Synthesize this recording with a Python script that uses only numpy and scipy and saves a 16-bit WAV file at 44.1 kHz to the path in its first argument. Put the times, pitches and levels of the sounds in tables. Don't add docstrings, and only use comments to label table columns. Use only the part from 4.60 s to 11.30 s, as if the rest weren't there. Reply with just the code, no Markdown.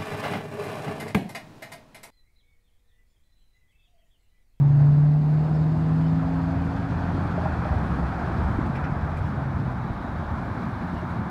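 import sys
import numpy as np
from scipy import signal
from scipy.io import wavfile
from scipy.ndimage import uniform_filter1d

SR = 44100
rng = np.random.default_rng(int(sys.argv[2]) if len(sys.argv) > 2 else 0)


def to_wav(sig):
    pcm = np.clip(np.atleast_2d(sig), -1, 1) * 32767
    pcm = np.round(pcm).astype(np.int16)
    wavfile.write(sys.argv[1], SR, pcm.T)


N = 295470


def gain_of(db):
    return 10 ** (np.asarray(db) / 20)


def unit_rms(x):
    return x / np.sqrt(np.mean(x ** 2) + 1e-20)


def curves(rows):
    times, *columns = np.transpose(rows)
    return [np.interp(np.arange(N) / SR, times, column) for column in columns]


def add(mix, start_s, sound):
    part = mix[round(start_s * SR):][:len(sound)]
    part += sound[:len(part)]


def drift(rate_hz):
    knots = rng.standard_normal(1000)
    wander = np.interp(np.arange(N) * 2 * rate_hz / SR, np.arange(1000), knots)
    return unit_rms(uniform_filter1d(wander, int(SR / rate_hz / 2)))


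def swell(middle_s, length_s):
    return np.exp(-np.minimum(2 * abs(np.arange(N) / SR - middle_s) / length_s, 5) ** 2)


def band(x, hz, width_hz, second_width_hz=None):
    for width in (width_hz, second_width_hz or width_hz):
        x = signal.lfilter(*signal.iirpeak(hz, hz / width, SR), x)
    return x


GROUP_TIMES = [0.96, 2.4, 6.4]
def traffic_noise(spectra, size, patchy_db, flicker_db):
    frames, hz = 4 * N // size + 5, np.fft.rfftfreq(size, 1 / SR)
    real, imag, patches = rng.standard_normal((frames, len(hz), 3)).T
    patches = unit_rms(uniform_filter1d(uniform_filter1d(patches, 8, axis=0), 12, axis=1))
    flicker = unit_rms(uniform_filter1d(rng.standard_normal(frames), 5))
    t, power = np.arange(frames) * size / 4 / SR, 0
    for (knot_hz, db), lead in zip(map(np.transpose, spectra), np.eye(len(spectra))):
        colour = gain_of(2 * np.interp(np.log(hz + 1), np.log(knot_hz + 1), db, -120, -120))
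        share = np.interp(t, GROUP_TIMES[:len(spectra)], lead)
        power = power + np.outer(colour / colour.mean(), share)
    bins = (real + 1j * imag) * np.sqrt(power) * gain_of(patchy_db * patches + flicker_db * flicker)
    return unit_rms(signal.istft(bins, nperseg=size, noverlap=3 * size // 4)[1][:N])


# t/s, tyre roar level/dB, tyre hiss level/dB, deep rumble level/dB
ROAD_LEVELS = [(0.0, -42, -65, -42.5), (0.26, -40.5, -61.5, -34), (0.55, -42, -62.5, -39.5),
               (0.9, -39, -59.5, -44), (1.17, -39, -59.5, -37.5), (2.33, -36, -57, -37.5),
               (2.8, -34, -56, -40), (3.6, -33.5, -56.5, -39), (3.8, -33.5, -56, -31),
               (4.22, -35, -59.5, -35), (4.66, -36.5, -59, -35), (4.93, -37, -60.5, -38),
               (5.4, -37.5, -59.5, -37), (5.76, -36.5, -59, -40), (6.1, -36, -58.5, -41),
               (6.4, -36.5, -58, -37), (6.7, -36, -59.5, -45)]
BODY_ABOVE_ROAR = [4.5, 4.5, 5.5]
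# f/Hz, relative level/dB
DEEP_SPECTRUM = [(11, -58), (18, -31), (32, -15.5), (44, -7), (56, 0.5), (70, 4), (110, -9.5), (140, -36.5),
                 (240, -120)]
BODY_SPECTRUM = [(53, -34), (90, -1.5), (123, 3.5), (140, 0), (225, -2), (265, -6.5), (381, -14.5),
                 (432, -21), (480, -20.5), (620, -57), (1060, -120)]
# f/Hz, relative level/dB
ROAR_SPECTRA = [
    [(240, -46), (400, -16), (434, -3), (545, -12), (591, -4), (749, -3), (874, -7), (964, -7),
     (1210, -12.5), (1550, -15), (2090, -22.5), (2800, -31), (3640, -52), (6160, -120)],
    [(240, -36), (400, -5.5), (519, -5), (606, -4.5), (737, 0.5), (925, -2.5), (1050, -6), (1380, -5.5),
     (1620, -7.5), (2120, -20), (2500, -20), (2800, -32), (3640, -58.5), (6160, -120)],
    [(240, -34.5), (400, -10), (430, -17.5), (511, -6.5), (668, -1.5), (839, 0), (1120, -2.5), (1280, -4),
     (1580, -6), (1940, -15.5), (2340, -17), (2800, -39.5), (3640, -60), (6160, -120)],
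]
HISS_SPECTRA = [
    [(1530, -30.5), (2600, -3.5), (2930, -6.5), (3180, -7), (3330, -7.5), (3610, -3.5), (4100, -5.5),
     (4420, -4), (5090, -8), (5650, -17), (6760, -15), (9820, -22.5), (10500, -24.5), (15500, -32.5)],
    [(1530, -28.5), (2600, -7), (2930, -5.5), (3380, -3), (3780, -7.5), (4350, -7), (5820, -15.5),
     (8330, -22.5), (9250, -22.5), (10400, -29), (13600, -31.5), (15500, -41.5)],
    [(1530, -32), (2600, -3), (2800, -2), (3130, -3), (3830, -2), (4320, -5.5), (6420, -16), (15500, -27.5)],
]
def road():
    roar_db, hiss_db, deep_db = curves(ROAD_LEVELS)
    body_db = roar_db + np.interp(np.arange(N) / SR, GROUP_TIMES, BODY_ABOVE_ROAR)
    deep = gain_of(deep_db) * traffic_noise([DEEP_SPECTRUM], size=4096, patchy_db=2, flicker_db=-1)
    body = gain_of(body_db) * traffic_noise([BODY_SPECTRUM], size=2048, patchy_db=0.5, flicker_db=1.67)
    roar = gain_of(roar_db) * traffic_noise(ROAR_SPECTRA, size=1024, patchy_db=0.89, flicker_db=0.42)
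    hiss = gain_of(hiss_db) * traffic_noise(HISS_SPECTRA, size=512, patchy_db=0.9, flicker_db=0.56)
    return deep + body + roar + hiss


def grit(ticks_per_s=25):
    strength = gain_of(4.5 * np.minimum(rng.exponential(1, N), 4))
    ticks = strength * (rng.random(N) < ticks_per_s / SR)
    return gain_of(-65.5) * band(ticks, hz=12500, width_hz=6000)


# middle t/s, length/s, f/Hz, level/dB
SQUEAK_SWELLS = [(0.134, 0.37, 6580, -77), (0.803, .2, 6900, -81), (0.953, 0.028, 5266, -62.5),
                 (1.301, 0.51, 8230, -79.5), (1.448, 0.082, 3000, -59), (1.479, 0.058, 5070, -67),
                 (3.3, .4, 9017, -77), (5.4, 0.57, 3800, -65.5), (6.377, 0.052, 2837, -57)]
def squeaks():
    noise = rng.standard_normal(N)
    return sum(gain_of(db) * swell(s, length) * unit_rms(band(noise, hz, width_hz=0.09 * hz))
               for s, length, hz, db in SQUEAK_SWELLS)


# middle t/s, length/s, f/Hz, peak level/dB
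TRAFFIC_HUMS = [(0.05, 0.51, 117.7, -24.5), (0.298, 0.22, 85, -34.5), (1.395, 0.93, 108.2, -34.5),
                (1.8, 0.53, 105, -33), (2.2, 0.77, 116, -33.5), (2.901, 0.41, 120.6, -34.5),
                (4.0, 0.51, 61, -34), (5.65, 0.28, 63.2, -34), (6.0, 0.39, 117.6, -45),
                (6.383, 0.31, 177, -31.5)]
def hums():
    wavering_time = np.cumsum(1 + 0.0073 * drift(30)) / SR
    return sum(gain_of(db) * swell(s, length) * np.sin(2 * np.pi * (hz * wavering_time + phase))
               for (s, length, hz, db), phase in zip(TRAFFIC_HUMS, rng.random(len(TRAFFIC_HUMS))))


# t/s, fizz level/dB, clank level/dB
RATTLE_HITS = [(1.17, -62, -60), (2.044, -57, -52), (2.837, -60.5, -58), (3.054, -62, -50),
               (3.875, -58, -62), (4.055, -57, -55), (4.151, -52, -36), (4.236, -62, -37),
               (4.566, -51, -45), (4.66, -58, -56), (6.49, -59, -58)]
# f/Hz, width/Hz, relative level/dB
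METAL_MODES = [(1600, 350, -2), (2000, 300, 0), (2310, 250, -2), (5400, 500, -22)]
def rattles(rise_s=0.004, t60_s=0.15):
    out, t = np.zeros(N), np.arange(SR // 4) / SR
    envelope = (1 - np.exp(-t / rise_s)) * gain_of(-60 * t / t60_s)
    for s, fizz_db, clank_db in RATTLE_HITS:
        burst = rng.standard_normal(len(t))
        fizz = band(burst, hz=6500, width_hz=6000, second_width_hz=7000)
        clank = sum(gain_of(db) * band(burst, hz, width, 2 * width) for hz, width, db in METAL_MODES)
        add(out, s, envelope * (gain_of(fizz_db) * fizz + gain_of(clank_db) * unit_rms(clank)))
    return out


# t/s, level/dB, tilt about 700 Hz/(dB per octave)
PANEL_HITS = [(.853, -30, 0), (2.776, -22.5, -16), (2.834, -26, -10), (2.853, -21.5, 10),
              (3.053, -22.5, -5), (3.128, -26, 8), (3.427, -28, 5), (4.482, -29, 5), (6.42, -30, 0)]
# f/Hz, relative level/dB, t60/s
PANEL_MODES = [(625, 0, .07), (780, 0, .06), (900, -10, .05), (1030, -11, .05), (385, -22, .12)]
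def panel_knocks(rise_s=0.002):
    out, t = np.zeros(N), np.arange(SR // 5) / SR
    for s, hit_db, tilt_db in PANEL_HITS:
        ring = 0
        for hz, mode_db, t60 in PANEL_MODES:
            envelope = gain_of(mode_db + tilt_db * np.log2(hz / 700) - 60 * t / t60)
            ring += envelope * np.sin(2 * np.pi * hz * rng.uniform(0.96, 1.03) * t)
        add(out, s, gain_of(hit_db) * (1 - np.exp(-t / rise_s)) * ring)
    return out


# t/s, peak level/dB, f/Hz, length/s
RAIL_HITS = [(2.349, -25, 158, .027), (2.81, -21.5, 89.5, 0.024), (3.107, -17.5, 86.2, .03),
             (3.155, -18, 91.5, 0.028), (3.423, -20.5, 80.9, 0.03), (3.7, -29.5, 325.8, 0.028),
             (3.829, -22.5, 81.1, 0.039), (3.975, -14, 76, 0.017), (3.986, -14, 271, 0.0095),
             (4.091, -18, 172, 0.0181), (4.319, -15, 129.5, 0.012), (4.43, -23, 100.7, .026),
             (4.606, -19, 90.3, .025), (4.644, -17, 101.3, 0.019), (4.937, -24, 76, 0.043),
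             (5.299, -18, 85.8, 0.02), (5.44, -27, 240, 0.016), (5.515, -26, 70, 0.033),
             (5.947, -34, 299, 0.018), (6.423, -30.5, 342.8, 0.02), (6.495, -21.5, 93.3, 0.026)]
def rail_thumps():
    out = np.zeros(N)
    for s, db, hz, length in RAIL_HITS:
        t = np.arange(0, length, 1 / SR)
        add(out, s, gain_of(db) * np.sin(np.pi * t / length) * np.sin(2 * np.pi * hz * t))
    return out


# t/s, firing f/Hz, level/dB
GEAR_CHANGE = [(0.0, 79.7, -48), (0.8, 76.72, -42), (1.6, 80.83, -45), (2.0, 83.37, -31), (2.2, 86.73, -39),
               (2.5, 89.7, -28.5), (2.8, 87.73, -34), (3.15, 66.9, -35), (3.4, 65.6, -36),
               (4.0, 80.33, -38), (4.3, 80.7, -37.5), (4.6, 84.23, -30), (4.85, 84.27, -42), (5.4, 81, -45),
               (5.7, 78.5, -35.5), (6.0, 81.66, -46), (6.2, 82.6, -40), (6.7, 83, -44)]
# t/s, firing f/Hz, level/dB
PASS_BY = [(3.85, 118.4, -63), (4.02, 124.3, -31.5), (4.18, 134.1, -31), (4.3, 149.8, -36),
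           (4.42, 154.2, -36), (4.6, 145.8, -36), (4.8, 137.8, -30.5), (5.0, 131.5, -30.5),
           (5.2, 120.5, -35.5), (5.4, 116, -68)]
def small_engine(rows, overtone_db, undertone_db):
    firing_hz, level_db = curves(rows)
    phase = 2 * np.pi * np.cumsum(firing_hz * (1 + 0.0087 * drift(8))) / SR
    tone = np.sin(phase) + gain_of(overtone_db) * np.sin(2 * phase)
    tone += gain_of(undertone_db) * np.sin(phase / 2)
    return np.sqrt(2) * gain_of(level_db + 0.65 * drift(15)) * tone


# t/s, firing f/Hz, boom level/dB
PULL_AWAY = [(0.0, 142.6, -17), (0.12, 143.1, -16.5), (0.26, 144.9, -14.5), (0.5, 148.1, -15.5),
             (0.64, 150.4, -20.5), (0.76, 152.6, -18), (0.88, 155.0, -23.5), (1.02, 155.2, -19),
             (1.14, 157.5, -22), (1.5, 160.7, -22), (1.65, 163.4, -25.5), (1.88, 164.6, -27),
             (2.2, 168.3, -33), (2.6, 169.9, -33.5), (3.2, 174.4, -38.5), (3.6, 175.2, -35),
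             (3.9, 173.8, -49), (4.3, 173, -72)]
# order of the engine cycle, relative level/dB
BURBLE_ORDERS = [(4, 4), (6, 0.5), (9, 2.5), (10, -1), (11, -7), (12, -4.5), (14, -4), (15, -2), (16, -7),
                 (17, -5), (19, -9), (21, -15), (23, -13.5), (24, -9.5), (26, -12.5), (32, -10)]
# f/Hz, width/Hz, boost/dB
EXHAUST_MODES = [(266.7, 37, 6.5), (339.7, 18, 6)]
def eight_cylinder_engine(burble_db=-46, recede_s=1.14, recede_db_per_s=-3.5):
    firing_hz, boom_db = curves(PULL_AWAY)
    cycle_hz = firing_hz / 8
    phase = 2 * np.pi * np.cumsum(cycle_hz * (1 + 0.0023 * drift(6))) / SR
    out = gain_of(boom_db + drift(6)) * np.sin(8 * phase)
    distance_db = recede_db_per_s * np.maximum(np.arange(N) / SR - recede_s, 0)
    drone_hz, drone_width_hz, drone_db = 266.5, 18, -28.5
    off_peak_db = -6 * (2 * (13 * cycle_hz - drone_hz) / drone_width_hz) ** 2
    out += gain_of(drone_db + off_peak_db + distance_db) * np.sin(13 * phase)
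    for order, order_db in BURBLE_ORDERS:
        pipe_db = sum(boost / (1 + (2 * (order * cycle_hz - hz) / width) ** 2)
                      for hz, width, boost in EXHAUST_MODES)
        level_db = burble_db + distance_db + order_db + pipe_db + 3 * drift(3)
        out += gain_of(level_db) * np.sin(order * phase + 2 * np.pi * rng.random())
    return np.sqrt(2) * out


def scene():
    engines = eight_cylinder_engine()
    engines += small_engine(GEAR_CHANGE, overtone_db=-12.5, undertone_db=-12.5) + hums()
    engines += small_engine(PASS_BY, overtone_db=-17.5, undertone_db=-18.5)
    crossing = rail_thumps() + panel_knocks() + rattles()
    street = road() + grit() + squeaks()
    return (engines + crossing + street)[None]


def record(dry):
    limit_hz = 15700
    lowpass = signal.firwin(1023, limit_hz, window=("kaiser", 9), fs=SR)
    return signal.oaconvolve(dry, lowpass[None], "same")


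dry = scene()
out = record(dry)
to_wav(out)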